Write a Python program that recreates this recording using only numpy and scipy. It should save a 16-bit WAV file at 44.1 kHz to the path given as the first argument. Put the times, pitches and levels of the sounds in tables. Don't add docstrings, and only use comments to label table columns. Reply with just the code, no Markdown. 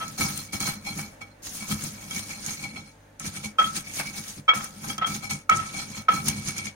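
import sys
import numpy as np
from scipy import signal
from scipy.fft import rfft, irfft, next_fast_len
from scipy.io import wavfile
from scipy.ndimage import uniform_filter1d, map_coordinates

SR = 44100
rng = np.random.default_rng(int(sys.argv[2]) if len(sys.argv) > 2 else 0)


def makeup_ratio(level_db):
    decades = np.asarray(level_db, float) / 20
    return 10 ** decades


def persist_wave(psi):
    counts = np.round(np.clip(psi, -1, 1) * 32767).astype(np.int16)
    wavfile.write(sys.argv[1], SR, np.atleast_2d(counts).T)


N = 297675
T = np.arange(N) / SR

# frequency in Hz, t60 of the free ring in s,
# relative level in dB when knocked, relative level in dB when rubbed.
MORTAR_MODES = [(1305.4, 0.089, 3.5, -8), (2264, 0.11, 1, 2), (3260, 0.13, 13, -13.5),
                (2250, 0.2, -30, -19), (812, 0.13, -23, -11), (1013, 0.018, -22, -11),
                (4190, 0.13, -45, -6.5), (5320, 0.22, -39, -19), (5700, 0.06, -31.5, -53)]


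def unit(x):
    return x / np.sqrt(np.mean(x ** 2) + 1e-20)


def along(points, hz):
    f, v = np.transpose(points)
    return np.interp(np.log(hz + 1), np.log(f + 1), v)


def wobble(rate):
    knots = rng.standard_normal(int(N * rate / SR) + 4)
    return map_coordinates(knots, [T * rate])


def filtered(x, response):
    m = next_fast_len(N + SR // 2)
    return irfft(rfft(x, m) * response(np.fft.rfftfreq(m, 1 / SR)), m)[..., :N]


def peak(f, hz, width_hz):
    return 1j * f * width_hz / (hz * hz - f * f + 1j * f * width_hz)


def spread(pair):
    # frequency in Hz, left-right correlation (1 = identical).
    likeness = [(100, 1), (210, 1), (330, 0.4), (500, 0.033), (3000, 0.19), (15000, 0.15)]

    def mid_side_gains(hz):
        angle = np.arccos(np.clip(along(likeness, hz), -1, 1)) / 2
        return np.array([np.cos(angle), np.sin(angle)])

    mid, side = filtered(pair, mid_side_gains)
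    return np.array([mid + side, mid - side])


def patchy(pair, depth_db):
    z = signal.stft(pair, nperseg=256)[2]
    field = uniform_filter1d(rng.standard_normal(z.shape[1:]), size=8, axis=0)
    field = uniform_filter1d(field, size=6, axis=1)
    return signal.istft(z * makeup_ratio(depth_db * unit(field)), nperseg=256)[1][:, :N]


def crunch(per_second, size_db, life):
    sizes = makeup_ratio(size_db * np.minimum(rng.exponential(size=N), 3.5))
    starts = (rng.random(N) < per_second / SR) * sizes
    hail = signal.lfilter([1], [1, -np.exp(-1 / (life * SR))], starts)
    return unit(hail * rng.standard_normal((2, N)))


def add(out, s, sound):
    at = round(s * SR)
    out[:, at:at + sound.shape[-1]] += sound


def room_tone():
    # frequency in Hz, rms level in dB around which it wavers.
    partials = [(50, -64), (100, -60), (151, -67), (200, -72), (250, -69), (300, -69), (442, -72),
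                (491, -73), (540, -69), (589, -72), (887, -72)]
    # frequency in Hz, relative level in dB per Hz.
    air_colour = [(15, -22), (30, -5), (70, -24), (300, -6), (410, -16.5), (540, -6.5), (1200, -17),
                  (1570, -13.5), (3000, -24), (7700, -34.5), (15500, -37)]
    hum = np.zeros(N)
    for hz, db in partials:
        tone = np.sin(2 * np.pi * (hz * T + rng.random()))
        hum += np.sqrt(2) * makeup_ratio(db + 1.9 * wobble(26)) * tone
    air = unit(filtered(spread(rng.standard_normal((2, N))), lambda hz: makeup_ratio(along(air_colour, hz))))
    air_db = -57 + 2 * wobble(6)
    return hum + makeup_ratio(air_db) * air


def pushes():
    # time of the peak in s, ms in which the grit falls 20 dB, then
    # relative levels in dB of the grit, the bare stone rubbing and the weight on the counter.
    strokes = [(0, 300, -45, -49.5, -41.5), (.12, 155, -45, -61, -45), (.215, 105, -28, -30.5, -29),
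               (.3, 143, -34, -43, -37.5), (0.377, 108, -35, -42.5, -41), (.5, 80, -55, -50, -50),
               (0.54, 79, -32, -38.5, -33.5), (.604, 100, -32.5, -43, -31.5), (0.677, 95, -31.5, -32, -32),
               (.755, 86, -56, -48.5, -45.5), (.86, 60, -53, -39, -55), (0.891, 113, -41, -35, -37.5),
               (0.989, 107, -38, -40.5, -35.5), (1.07, 154, -56, -55.5, -47), (1.215, 131, -59.5, -45, -52),
               (1.468, 110, -39.5, -77, -59), (1.555, 170, -37, -76, -48.5), (1.621, 97, -67, -44, -45),
               (1.719, 95, -31.5, -38, -32.5), (1.848, 171, -37, -47, -39), (2.023, 157, -47.5, -43, -45.5),
               (2.108, 91, -51, -48, -43), (2.164, 131, -34, -38.5, -36.5), (2.305, 143, -39.5, -45.5, -43),
               (2.39, 100, -54, -50, -44), (2.474, 128, -35, -44, -41.5), (2.514, 118, -36, -50, -47),
               (2.637, 98, -39.5, -38.5, -38.5), (2.767, 131, -49, -39, -39), (2.87, 148, -56, -64, -70),
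               (3.2, 127, -47.5, -66, -43), (3.265, 57, -31.5, -42, -32), (3.364, 86, -38.5, -42.5, -40.5),
               (3.45, 56, -34.5, -35.5, -37), (3.592, 195, -44, -52, -42), (3.658, 147, -39.5, -47, -40.5),
               (3.768, 60, -31, -43, -41.5), (3.877, 140, -45.5, -45.5, -46), (3.958, 102, -35, -56, -57),
               (3.999, 52, -31, -34, -34.5), (4.067, 168, -40, -38.5, -42.5),
               (4.183, 72, -35.5, -43, -40.5), (4.29, 107, -36.5, -46, -47), (4.383, 36, -47, -58, -39.5),
               (4.56, 126, -35, -39.5, -35.5), (4.642, 79, -38.5, -48, -63), (4.77, 120, -48, -62, -44),
               (4.845, 120, -41.5, -49, -41), (4.899, 75, -36, -47, -34), (4.985, 90, -89.5, -64, -38),
               (5.073, 109, -39.5, -46.5, -34), (5.11, 83, -35, -36, -34.5), (5.15, 62, -33, -47.5, -41),
               (5.24, 74, -41.5, -38.5, -36.5), (5.315, 87.5, -33.5, -37.5, -34.5),
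               (5.5, 145, -53, -49, -32), (5.569, 107, -35, -45, -33.5), (5.677, 200, -42, -43.5, -58),
               (5.74, 102, -43.5, -49, -41.5), (5.798, 104, -34, -37, -38), (5.906, 82, -42.5, -50, -40),
               (5.974, 69, -39, -37.5, -37.5), (6.158, 160, -38.5, -38.5, -31.5),
               (6.284, 60, -28, -34, -26.5), (6.368, 193, -40.5, -40, -39.5), (6.483, 71, -32, -40, -36.5),
               (6.583, 81, -38.5, -34, -37.5), (6.66, 57, -36.5, -33, -36.5)]
    set_down = [0.173, 0.52, 0.595, 1.201, 1.419, 3.19, 3.578, 4.536, 4.976, 5.058, 5.289, 5.488, 6.081]
    landing_s = 0.011
    rise_share = 0.86
    rounded = 1.105
    settle_db, settle_stretch = -30, 3.7
    stretches = (1, 0.76, 0.99)

    t = np.arange(0, N / SR + .002, .001)
    s, fall_ms, *levels = np.transpose(strokes)[:, :, None]
    down = np.concatenate([[-1], set_down])
    last_down = down[np.searchsorted(down, s) - 1]
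    touching = np.clip((t - last_down) / landing_s, 0, 1) ** 2
    away = (np.maximum(t - s, (s - t) / rise_share) / (fall_ms / 1000)) ** rounded
    gains = []
    for db, stretch in zip(levels, stretches):
        fall_db = 20 * away / stretch
        push_power = makeup_ratio(2 * (db - fall_db))
        settling_power = (t > s) * makeup_ratio(2 * (db + settle_db - fall_db / settle_stretch))
        power = np.sum(touching * (push_power + settling_power), axis=0)
        gains.append(np.interp(T, t, np.sqrt(power)))
    return gains


def grinding():
    # time in s, gain in dB of the modes above 4 kHz,
    # gain in dB of the grit's dry fizz, gain in dB of the modes below 2 kHz or from 3 to 4 kHz.
    roam = [(0, 9, 2.5, 5), (.7, 6.5, 2, 1.5), (1.3, -1.5, 2, 0.5), (1.8, 1.5, 3.5, 1.5), (2.4, 2, -1, -1),
            (2.8, 2, -4, -1), (3.4, -4, -3, 0.5), (4, -5, 0, -7.5), (4.75, -4, 0, 11), (5.2, 4, 1, 3),
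            (5.6, -2, -9.5, 0.5), (6.2, 0, 2, 1.5), (6.75, -4, -11, -5)]
    # frequency in Hz, relative level in dB.
    grit_colour = [(250, -1), (400, -8), (900, -6), (1700, -1), (3000, -2), (5500, 3), (8000, -3.5),
                   (11000, -2), (13500, -9.5), (15000, -8)]
    # frequency in Hz, width in Hz, relative level in dB.
    counter = [(68.6, 43, -12), (100, 16, -3), (148.7, 19.7, 0.5), (208.5, 17.2, 3), (296, 76, -10)]
    shearing, rubbing, weight = pushes()
    s, *cols = np.transpose(roam)
    reach_db, fizz_db, deep_db = [np.interp(T, s, c) for c in cols]
    slip = wobble(25)

    shear = 0.94 * rng.standard_normal((2, N))
    shear += 0.55 * crunch(per_second=300, size_db=2, life=0.0016)
    grit = unit(filtered(patchy(spread(shear), depth_db=2.5), lambda hz: makeup_ratio(along(grit_colour, hz))))
    fizz = filtered(grit, lambda hz: np.clip((hz - 9500) / 3000, 0, 1))
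    grit += (makeup_ratio(fizz_db) - 1) * fizz

    rub = rubbing * makeup_ratio(1.65 * slip) * crunch(per_second=300, size_db=0.0, life=0.0033)
    song = np.zeros((2, N))
    for hz, t60, _, db in MORTAR_MODES:
        mode_db = db + 2.2 * wobble(20)
        mode_db = mode_db + reach_db * (hz > 4000) + deep_db * (hz < 2000 or 3000 < hz < 4000)
        width_hz = 1.76 * 2.17 / t60
        ringing = signal.lfilter(*signal.iirpeak(hz, hz / width_hz, SR), rub)
        song += makeup_ratio(mode_db) * np.sqrt(t60) * ringing

    def slab(f):
        return sum((-1) ** k * makeup_ratio(db) * peak(f, hz, w) for k, (hz, w, db) in enumerate(counter))

    push = weight * makeup_ratio(1.97 * wobble(30)) * rng.standard_normal((2, N))
    thud = filtered(spread(push), slab)
    return shearing * makeup_ratio(0.89 * slip) * grit + makeup_ratio(34.5) * spread(song) + makeup_ratio(23.5) * thud


def knocks():
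    # start in s, level in dB,
    # gain in dB of the second mode, gain in dB of the third mode, contact in ms.
    touches = [(0, -33.5, -20, -18.5, 53), (.208, -33.5, 14, -21, 25), (.533, -44, 9, -9, 14),
               (.603, -42, 11, -11, 8.7), (.628, -37, -5, -13, 13), (.675, -31.5, -4, -24, 1.9),
               (1.210, -50.5, -9, -29, 11), (1.712, -36.5, -11, -6, 7.6), (2.107, -46, 11, -1.5, 18),
               (3.198, -46.5, 2, -30, 30), (3.584, -15.5, -18, -15, 27), (3.615, -22.5, -31, -21, 12),
               (3.642, -35.5, -14, 3, 6.9), (3.99, -44, -8, -20, 3.4), (4.479, -16.5, -4, -15.5, 31),
               (4.49, -15, -6, -8, 7.5), (4.503, -30.5, 12, -34, 17.6), (4.535, -22, -18, -27, 2.4),
               (4.606, -35.5, -15, -17, 8.5), (4.898, -38, 7, -4, 14), (4.979, -33.5, -29, -11, 15),
               (5.012, -24.5, -31, -26, 35), (5.044, -25.5, -26, -6.5, 9.9), (5.072, -43, -13, -23, 10),
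               (5.493, -12.5, -5.5, -43, 12.2), (5.508, -19, -3, -24, 33), (5.556, -50, -12, -22, 22),
               (5.585, -35, -6, -19, 27), (5.605, -40.5, -14, -29, 44), (6.083, -13, -14, -29, 17.5),
               (6.115, -36, -8, -7, 14), (6.283, -47, 4, 3, 5.4)]
    # start in s, level in dB.
    bumps = [(.205, -23), (.533, -36), (0.676, -28), (.99, -30), (1.72, -41), (3.996, -20.5), (5.02, -26),
             (6.28, -26)]
    out, t = np.zeros((2, N + SR)), np.arange(SR // 4) / SR
    dull = signal.butter(3, [500, 2600], "band", fs=SR)

    def dull_noise():
        return signal.lfilter(*dull, rng.standard_normal((2, len(t))))

    for s, db, second_db, third_db, contact_ms in touches:
        u = np.clip(t / (contact_ms / 1000), 0, 1)
        bearing = np.sin(np.pi * u ** .75)
        others_db = rng.normal(0, 1.1, len(MORTAR_MODES))[3:]
        place_db = np.concatenate([[0, second_db, third_db], others_db])
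        ring = np.zeros(len(t))
        for (hz, t60, level, _), gain in zip(MORTAR_MODES, place_db):
            swell = bearing + 0.36 * u * makeup_ratio(-60 * t / t60)
            ring += makeup_ratio(level + gain) * np.sin(2 * np.pi * hz * t) * swell
        clack = dull_noise() * (bearing + 0.55 * u * makeup_ratio(-60 * t / 0.23))
        clack_db = -7 + 0.63 * db
        add(out, s, makeup_ratio(db) * ring + makeup_ratio(clack_db) * clack)
    for s, db in bumps:
        envelope = makeup_ratio(db - 60 * t / 0.049) * (1 - np.exp(-t / 0.0025))
        add(out, s, envelope * unit(dull_noise()))
    return out[:, :N]


def cracks():
    # start in s, level in dB, centre frequency of the colour in Hz.
    seeds = [(0.08, -36, 6500), (0.2083, -29, 9300), (0.375, -28, 8950), (0.534, -45, 6510),
             (0.6028, -28, 6950), (0.625, -30, 6100), (0.975, -33, 6340), (1.215, -49, 5260),
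             (1.4327, -49, 6960), (1.6823, -40, 6500), (1.838, -29, 8200), (2.1095, -32.5, 6040),
             (2.162, -30, 6370), (2.4625, -26.5, 6350), (3.1967, -32, 6960), (3.596, -33, 5020),
             (3.7587, -36, 9300), (3.9566, -35, 6500), (4.6432, -31.5, 9100), (4.98, -31.5, 5300),
             (5.0717, -33.5, 6060), (5.3073, -26.5, 6450), (5.496, -26, 6060), (5.5605, -32, 6160),
             (6.2577, -31, 6100), (6.2827, -19.5, 9100), (6.581, -26.5, 5900)]
    out, t = np.zeros((2, N + SR)), np.arange(SR // 20) / SR
    fall = makeup_ratio(-60 * t / .012) + .4 * makeup_ratio(-60 * t / .045)
    burst = (1 - np.exp(-t / .0005)) * fall
    for s, db, centre_hz in seeds:
        snap = rng.standard_normal((2, len(t))) * burst
        coloured = signal.lfilter(*signal.iirpeak(centre_hz, 4, SR), snap)
        add(out, s, makeup_ratio(db) * (2.9 * coloured + 0.5 * snap))
    return out[:, :N]


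def kitchen(x):
    # frequency in Hz, t60 in s.
    decay = [(200, 0.041), (1300, 0.38), (4000, 0.09), (12000, 0.04)]
    hz, t, z = signal.stft(rng.standard_normal((2, SR // 2)), SR, nperseg=256)
    fading = z * makeup_ratio(-60 * t / along(decay, hz)[:, None])
    tail = signal.istft(fading, SR, nperseg=256)[1]
    late = np.pad(x, ((0, 0), (150, 0)))
    return signal.fftconvolve(late, tail / np.linalg.norm(tail[0]), axes=1)[:, :N]


def scene():
    blows = knocks()
    near = grinding() + cracks()
    heard = blows + near + kitchen(makeup_ratio(-11) * blows + makeup_ratio(-14.5) * near)
    wall_ms = 0.2
    heard[0] += filtered(blows[0], lambda hz: 0.1 * np.exp(-2j * np.pi * hz * wall_ms / 1000))
    heard[0] = np.roll(heard[0], 6)
    return heard + room_tone()


def top_cut(x):
    return signal.sosfilt(signal.butter(12, 16510, fs=SR, output="sos"), x)


def record(dry):
    # cavity frequency in Hz, width in Hz, gain at its centre in dB.
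    ports = [
        [(9100, 1210, 9.6), (13700, 1400, 1.8)],
        [(6570, 540, 13.5), (9040, 6600, -8.5)],
    ]
    top_hz = 15900

    def port(f, cavities):
        return np.prod([1 + (makeup_ratio(db) - 1) * peak(f, hz, w) for hz, w, db in cavities], axis=0)

    heard = filtered(dry, lambda f: np.array([port(f, c) for c in ports]) * (f < top_hz))
    return top_cut(heard)


dry = scene()
out = record(dry)
persist_wave(out)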